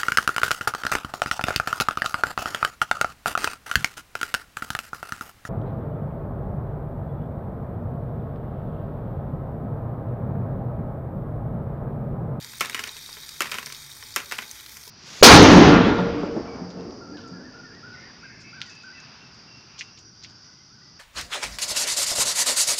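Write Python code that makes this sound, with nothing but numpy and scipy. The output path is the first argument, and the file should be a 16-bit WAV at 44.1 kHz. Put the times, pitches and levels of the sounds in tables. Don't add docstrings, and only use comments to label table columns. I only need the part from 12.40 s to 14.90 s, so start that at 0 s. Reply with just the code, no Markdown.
import sys
import numpy as np
from scipy import signal
from scipy.fft import rfft, irfft
from scipy.io import wavfile
from scipy.ndimage import uniform_filter1d

SR = 44100
rng = np.random.default_rng(int(sys.argv[2]) if len(sys.argv) > 2 else 0)


def gain_from_db(level_db):
    decades = np.asarray(level_db, float) / 20
    return 10 ** decades


def int16_out(signal):
    q = np.round(np.clip(np.atleast_2d(signal).T, -1, 1) * 32767)
    wavfile.write(sys.argv[1], SR, q.astype(np.int16))


N = 110250


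def evened(x):
    return x / np.sqrt(np.mean(x ** 2) + 1e-20)


def peaked(x, db):
    return gain_from_db(db) * x / np.abs(x).max()


def read(points, hz):
    f, value = np.transpose(points)
    return np.interp(np.log(hz + 1), np.log(f + 1), value)


def add(mix, start_s, sound):
    part = mix[round(start_s * SR):][:len(sound)]
    part += sound[:len(part)]


# (centre [Hz], width [Hz], level [dB])
MIC_NOTCHES = [(607, 150, -6), (2810, 230, -15), (7660, 220, -8), (181.4, 9.4, -26), (794, 29, -11)]


def coloured(x, spectrum, notched=0):
    hz = np.fft.rfftfreq(len(x), 1 / SR)
    notches_db = sum(db * np.exp(-((hz - f) / width) ** 2) for f, width, db in MIC_NOTCHES)
    gain = gain_from_db(read(spectrum, hz) + notched * notches_db)
    return evened(irfft(rfft(x) * gain, len(x)))


CONTACT_S = 0.000067


def ring(modes, rise_s=3e-5):
    t = np.arange(4410) / SR
    total = 0
    for k, (hz, db, t60) in enumerate(modes):
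        decay = gain_from_db(db - 60 * t / np.clip(t60, 0.003, 0.09))
        total = total + (-1) ** k * decay * np.sin(2 * np.pi * min(hz, 16000) * t)
    return (1 - np.exp(-t / rise_s)) * total


# (frequency [Hz], density [dB per Hz])
VENTILATION = [(12, -40), (20, -30), (59, -3.5), (201, -11), (251, -14.5), (435, -17.5), (669, -18.5),
               (700, -16), (910, -56), (1540, -120)]
# (start [s], end [s], from [Hz], to [Hz], level [dB])
HUM_NOTES = [
    (-0.54, 0.43, 123, 123, -59.5),
    (0.448, 1.3, 152, 143, -63),
    (1.22, 1.55, 143, 140, -58.5),
    (1.46, 1.52, 60.7, 58, -66),
    (2.101, 3.1, 75, 61, -69),
    (.03, .3, 212, 212.5, -64),
    (1.55, 1.89, 105, 109.3, -63),
]


def rumble():
    t = np.arange(N) / SR
    out = gain_from_db(-58.5) * coloured(rng.standard_normal(N), VENTILATION, 1)
    for start, end, hz0, hz1, db in HUM_NOTES:
        fade = np.clip(np.minimum(t - start, end - t) / 0.038, 0, 1)
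        phase = 2 * np.pi * np.cumsum(np.interp(t, [start, end], [hz0, hz1])) / SR
        out += gain_from_db(db + 2.5) * fade * np.sin(phase)
    return out


def patchy(x):
    z = signal.stft(x, nperseg=256)[2]
    patches = uniform_filter1d(rng.standard_normal(z.shape), 6, axis=0)
    patches = evened(uniform_filter1d(patches, 25, axis=1))
    return evened(signal.istft(z * gain_from_db(1.5 * patches), nperseg=256)[1][:len(x)])


# (frequency [Hz], width [Hz], level [dB])
CASE_MODES = [(2000, 270, -6), (2210, 170, -6), (3732, 83, 8), (3870, 96, -7), (4630, 470, 8.5),
              (5710, 97, 3), (8500, 570, 4.5), (12300, 400, -6.5)]
# (frequency [Hz], density [dB per Hz])
WHIRR_HISS = [(290, -26), (500, -13.5), (1980, -2.5), (2890, 0.5), (3750, -4), (5800, -0.5), (10200, -10.5),
              (12500, -6), (16000, -12)]
# (time [s], motor level [dB], tooth ring [dB])
MOTOR_COURSE = [
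    (0, -43.5, 2),
    (.6, -43, 3),
    (1.2, -43, 1.5),
    (1.8, -43.5, 1.5),
    (2.1, -43.5, 0.5),
    (2.5, -42.5, -19),
]


def motor():
    teeth_per_s, spread_db, narrowest_hz = 1900, 2, 85
    t = np.arange(2000) / SR
    struck = rng.random(N) < teeth_per_s / SR
    size = gain_from_db(spread_db * np.minimum(rng.exponential(1, N), 4)) * struck
    mode = rng.integers(0, len(CASE_MODES), N)
    teeth = np.zeros(N)
    for k, (hz, width, db) in enumerate(CASE_MODES):
        decay = np.exp(-np.pi * max(width, narrowest_hz) * t)
        tone = gain_from_db(db) * np.sqrt(width) * decay * np.sin(2 * np.pi * hz * t)
        teeth += signal.oaconvolve(size * (mode == k), tone)[:N]
    teeth = coloured(teeth, [(100, 0), (200, 0)], 1)
    flutter = gain_from_db(1.76 * evened(uniform_filter1d(rng.standard_normal(N), 200)))
    hiss = patchy(coloured(rng.standard_normal(N) * flutter, WHIRR_HISS, 1))
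    s, *columns = np.transpose(MOTOR_COURSE)
    level_db, ring_db = (np.interp(np.arange(N) / SR, s, column) for column in columns)
    return gain_from_db(level_db) * (gain_from_db(-7 + ring_db) * teeth + gain_from_db(-2.5) * hiss)


# (frequency [Hz], width [Hz], level [dB], share of tooth ring [ratio])
MESH_TONES = [(861, 12, -68, 0.084), (2420, 33, -70, 0.3), (3710, 21, -62.5, 1.3), (3890, 30, -71, 0.99)]


def whine():
    t = np.arange(N) / SR
    ring_db = np.interp(t, *np.transpose(MOTOR_COURSE)[::2])
    out = np.zeros(N)
    for hz, width, db, share in MESH_TONES:
        noise = rng.standard_normal(N) + 1j * rng.standard_normal(N)
        waver = signal.lfilter([1], [1, -np.exp(-np.pi * width / SR)], noise)
        out += gain_from_db(db + share * ring_db) * evened((np.exp(2j * np.pi * hz * t) * waver).real)
    return out


# (frequency [Hz], level [dB], t60 [s])
FRAME_MODES = [(425, 0, 0.065), (633, -11, 0.064), (890, -5.5, 0.054), (992, 0, 0.053)]
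# (frequency [Hz], t60 [s])
FRAME_THUMP = (223, 0.062)
# (time [s], level [dB], thump level [dB])
CAM_NUDGES = [
    (.05, -47.5, -20),
    (.560, -45, -14),
    (.768, -43, -26),
    (1.146, -33, 2),
    (1.268, -41, -2),
    (1.626, -47.5, -12),
    (2.472, -43, -20),
]


def cams():
    out = np.zeros(N)
    thump_hz, thump_t60 = FRAME_THUMP
    for s, db, thump_db in CAM_NUDGES:
        push = ring(FRAME_MODES + [(thump_hz, thump_db, thump_t60)], rise_s=0.005)
        add(out, s, peaked(push, db))
    return out


# (time [s], level [dB], pitch [Hz], crackle [dB])
GEAR_TICKS = [(0.0249, -30.5, 4700, -4.5), (0.0452, -29, 4650, -2), (.199, -22.5, 4430, -7),
              (.2822, -31, 3760, -22), (0.319, -27, 3870, -28), (0.492, -22, 4010, -18),
              (.5665, -34.5, 3780, 2), (.6403, -34, 4830, -12), (0.6612, -27.5, 3900, -11),
              (.7280, -26.5, 4800, -8.5), (0.8333, -26, 3870, -20), (0.8908, -22.5, 4800, -5.5),
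              (1.095, -27, 2390, -6), (1.26, -24.5, 5380, -3), (1.324, -27, 4930, -1.5),
              (1.3469, -29, 3680, -7), (1.5166, -27.5, 3817, -19), (1.74, -27, 4740, -14),
              (1.858, -36, 4480, 1), (2.0797, -34, 4630, -14), (2.112, -26, 6150, -5),
              (2.2, -32, 3980, -6.5), (2.2616, -33, 4100, -2), (2.37, -28, 5940, -9.5),
              (1.637, -29, 5350, -20), (2.028, -30, 3870, -12), (.1180, -35, 4900, -5),
               (.1455, -31, 3800, -17), (.1835, -32, 8950, -8), (1.4470, -34, 4700, -10),
               (1.6870, -35, 5900, -7), (2.0935, -35.5, 4220, -4), (2.4345, -36, 4400, -5),
               (2.4770, -34, 5260, 0.5)]


def linkage():
    out, t = np.zeros(N), np.arange(900) / SR
    for s, db, hz, crackle_db in GEAR_TICKS:
        spectrum = [(20, -60), (0.16 * hz, -20), (hz, 0), (1.9 * hz, -8), (22000, -25)]
        crackle = coloured(rng.standard_normal(len(t)), spectrum)
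        crackle *= gain_from_db(-0.5 + crackle_db - 60 * t / 0.02)
        tone = ring([(hz, -3, 0.016)])[:len(t)]
        add(out, s, gain_from_db(db) * (crackle + tone) * np.minimum(t / 0.00063, 1))
    return out


# (frequency [Hz], density [dB per Hz])
CONTACT_NOISE = [(1500, -17), (3500, 6), (9000, 1), (16000, -11.5)]


def crack(t60):
    t = np.arange(4410) / SR
    return gain_from_db(-60 * t / t60) * coloured(rng.standard_normal(len(t)), CONTACT_NOISE)


# (frequency [Hz], level [dB], t60 [s])
CHUTE_MODES = [(241, -25, 0.098), (411.5, -22, 0.06), (1045, -15, 0.064), (1354, -8.5, 0.03),
               (1874, -14.5, 0.047), (2374, -11.5, 0.019), (2894, -8, 0.032)]
# (frequency [Hz], density [dB per Hz])
LOOSE_BRICKS = [(88, -30), (150, -0.5), (589, -7), (2270, 5), (4080, -7), (5910, -6), (10400, -16.5),
                (12900, -13.5), (16000, -22)]


def shudder(t60):
    t = np.arange(6000) / SR
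    emphasis = 0.6 + 1.0 * (rng.random(len(t)) < 0.03)
    impacts = rng.standard_normal(len(t)) * emphasis
    grains = impacts * gain_from_db(2.0 * evened(uniform_filter1d(rng.standard_normal(len(t)), 90)))
    rung = evened(signal.fftconvolve(grains, ring(CHUTE_MODES, CONTACT_S))[:len(t)])
    chatter = coloured(grains, LOOSE_BRICKS, 0.25) + gain_from_db(-18) * rung
    return chatter * np.minimum(t / 0.001, 1) * gain_from_db(-60 * t / t60)


# (time [s], level [dB], pitch [Hz], brightness [dB], shudder [dB])
HARD_BOUNCES = [(.2490, -20, 1440, -4, -18), (0.2973, -17.5, 2200, 0, -17.5),
                (0.3460, -10, 2316, -7.5, -20), (0.3921, -17, 2090, -9.5, -17),
                (0.4375, -19.5, 2280, -2, -30), (0.4397, -17, 2670, -5, -20),
                (0.4764, -23, 1840, -1, -14.5), (1.0193, -12, 2270, -6, -19.5),
                (1.0560, -24, 1200, -13, -9.5), (1.1187, -15.5, 2700, -4, -14), (1.142, -19, 2480, -7, -9),
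                (1.1848, -15.5, 2510, -10.5, -18), (1.8023, -20.5, 2620, -8, -22),
                (1.9127, -23.5, 2190, -3, -8), (1.9218, -14.5, 2010, -2.5, -15),
                (1.9875, -15, 2590, -17, -21), (2.0200, -32, 2300, -2, -4)]
# (time
# [s], level [dB], pitch # [Hz], brightness [dB])
FURTHER_KNOCKS = [(0.258, -19, 3820, 1), (0.3308, -29, 2460, -10), (0.366, -23, 2000, -8),
                  (0.377, -24, 1900, -12), (0.405, -33, 2000, -5), (0.4675, -30, 2070, -12),
                  (.135, -34, 1490, -25), (0.691, -33.5, 1190, -30), (0.769, -33, 1600, -20),
                  (1.0710, -22.5, 2000, -7), (1.1155, -19, 3600, 2), (1.133, -21, 2370, -23),
                  (1.1767, -25.5, 3460, 3), (1.2286, -25.5, 1680, -10), (1.268, -23, 2240, -2),
                  (1.626, -29, 1960, -4.5), (1.9438, -27, 2760, -11), (1.9540, -27, 2200, 8),
                  (1.984, -22, 2040, 7), (1.4956, -37, 1860, -11), (.6430, -42, 1940, -23),
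                  (.2126, -11, 2350, -11), (.2468, -26, 1690, -9), (.3490, -19.5, 2320, -5),
                  (.3838, -29, 1900, -14), (0.3945, -15.5, 2160, -7), (0.4734, -24.5, 2320, -7),
                  (1.0205, -13, 2000, -2), (1.0440, -23, 2500, -3), (1.1278, -24, 2000, -18),
                  (1.1480, -29, 1700, -6), (1.3010, -30, 2220, -20), (1.9885, -23, 1450, -15),
                  (0.3477, -22.5, 1420, -13), (1.1865, -21.5, 1420, -15), (1.0059, -11, 2920, 1.5),
                  (0.0454, -32.5, 2000, -1), (1.323, -26, 2240, -2), (2.3687, -35.5, 1900, -2),
                  (.8330, -35, 3870, 0), (1.7660, -14.5, 2100, -9), (1.7718, -27, 2970, -10),
                  (1.9243, -20, 1300, -9.5), (1.9400, -32, 2500, -5)]


def balls():
    out = np.zeros(N)
    for s, db, hz, bright_db, shudder_db in HARD_BOUNCES + [(*tap, -18.5) for tap in FURTHER_KNOCKS]:
        modes = [(f * rng.uniform(0.92, 1.08), g + rng.uniform(-5, 3), t60) for f, g, t60 in CHUTE_MODES]
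        knock = peaked(ring([(hz, 0, 0.004)], rise_s=0.00032), 0)
        shell = ring([(hz * 2.4, bright_db - 3, 0.007)]) + gain_from_db(bright_db - 2) * crack(0.009)
        add(out, s, peaked(knock + gain_from_db(-4) * ring(modes, CONTACT_S) + shell, db))
        add(out, s, gain_from_db(db + shudder_db) * shudder(0.11))
    return out


# (frequency [Hz], level [dB], t60 [s])
LEVER_BODY = [(251, -14, 0.095), (367, 1, 0.056), (558, -6, 0.082), (720, -5.5, 0.057), (1135, 8.5, 0.031),
              (1368, 12, 0.027), (1737, -9, 0.046), (1962, 9, 0.029), (2210, -15, 0.024),
              (2670, -2.5, 0.068), (3180, 4.5, 0.027), (3650, -8, 0.0095), (4250, -1, 0.018)]
# (frequency [Hz], level [dB], t60 [s])
TIP_MODES = [(3900, -26, 0.0049), (5310, 0, 0.0078), (6900, 4, 0.0041), (8800, -2.5, 0.0067),
             (12000, 3, 0.0033)]
# (time [s], level [dB], brightness [dB], rebound [dB], shudder [dB])
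LEVER_SNAPS = [
    (0.2081, -5, 1.5, -10, -18.5),
    (1.006, -5.5, -1, -25, -20.5),
    (1.7614, -5, 5, -12.5, -19),
]


def lever():
    out = np.zeros(N)
    body = peaked(ring(LEVER_BODY, CONTACT_S), -7.5)
    for s, db, bright_db, rebound_db, shudder_db in LEVER_SNAPS:
        tip = peaked(ring(TIP_MODES) + gain_from_db(-11) * crack(0.015), bright_db - 6.5)
        add(out, s, gain_from_db(db) * (body + tip))
        add(out, s + 0.0045, gain_from_db(db + rebound_db) * (body + 0.52 * tip))
        add(out, s, gain_from_db(db + shudder_db) * shudder(0.14))
    return out


# (frequency [Hz], t60 [s])
ROOM_DECAY = [(300, 0.68), (2000, 0.27), (12000, 0.11)]


def room(x):
    first_wall_s, spacing = 0.012, 20
    echoes = np.zeros(SR // 2)
    at = np.arange(round(first_wall_s * SR), len(echoes) - spacing, spacing)
    at = at + rng.integers(0, spacing, len(at))
    echoes[at] = rng.choice([-1., 1.], len(at))
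    hz, t, z = signal.stft(echoes, SR, nperseg=256)
    decay = gain_from_db(-60 * t / read(ROOM_DECAY, hz)[:, None])
    tail = signal.istft(z * decay, SR, nperseg=256)[1]
    return signal.fftconvolve(x, tail / np.linalg.norm(tail))[:N]


def scene():
    low_cut = signal.butter(3, 202, "high", fs=SR, output="sos")
    hits = signal.sosfilt(low_cut, linkage() + balls() + lever())
    mix = rumble() + motor() + whine() + cams() + hits + gain_from_db(-17.5) * room(hits)
    return mix[None]


def band_limit(x):
    return signal.sosfilt(signal.butter(12, 16810, fs=SR, output="sos"), x)


def record(dry):
    treble_limit = signal.firwin(511, 15800, window=("kaiser", 7), fs=SR)
    mix = signal.oaconvolve(dry, treble_limit[None], "same")
    return band_limit(mix)


dry = scene()
out = record(dry)
int16_out(out)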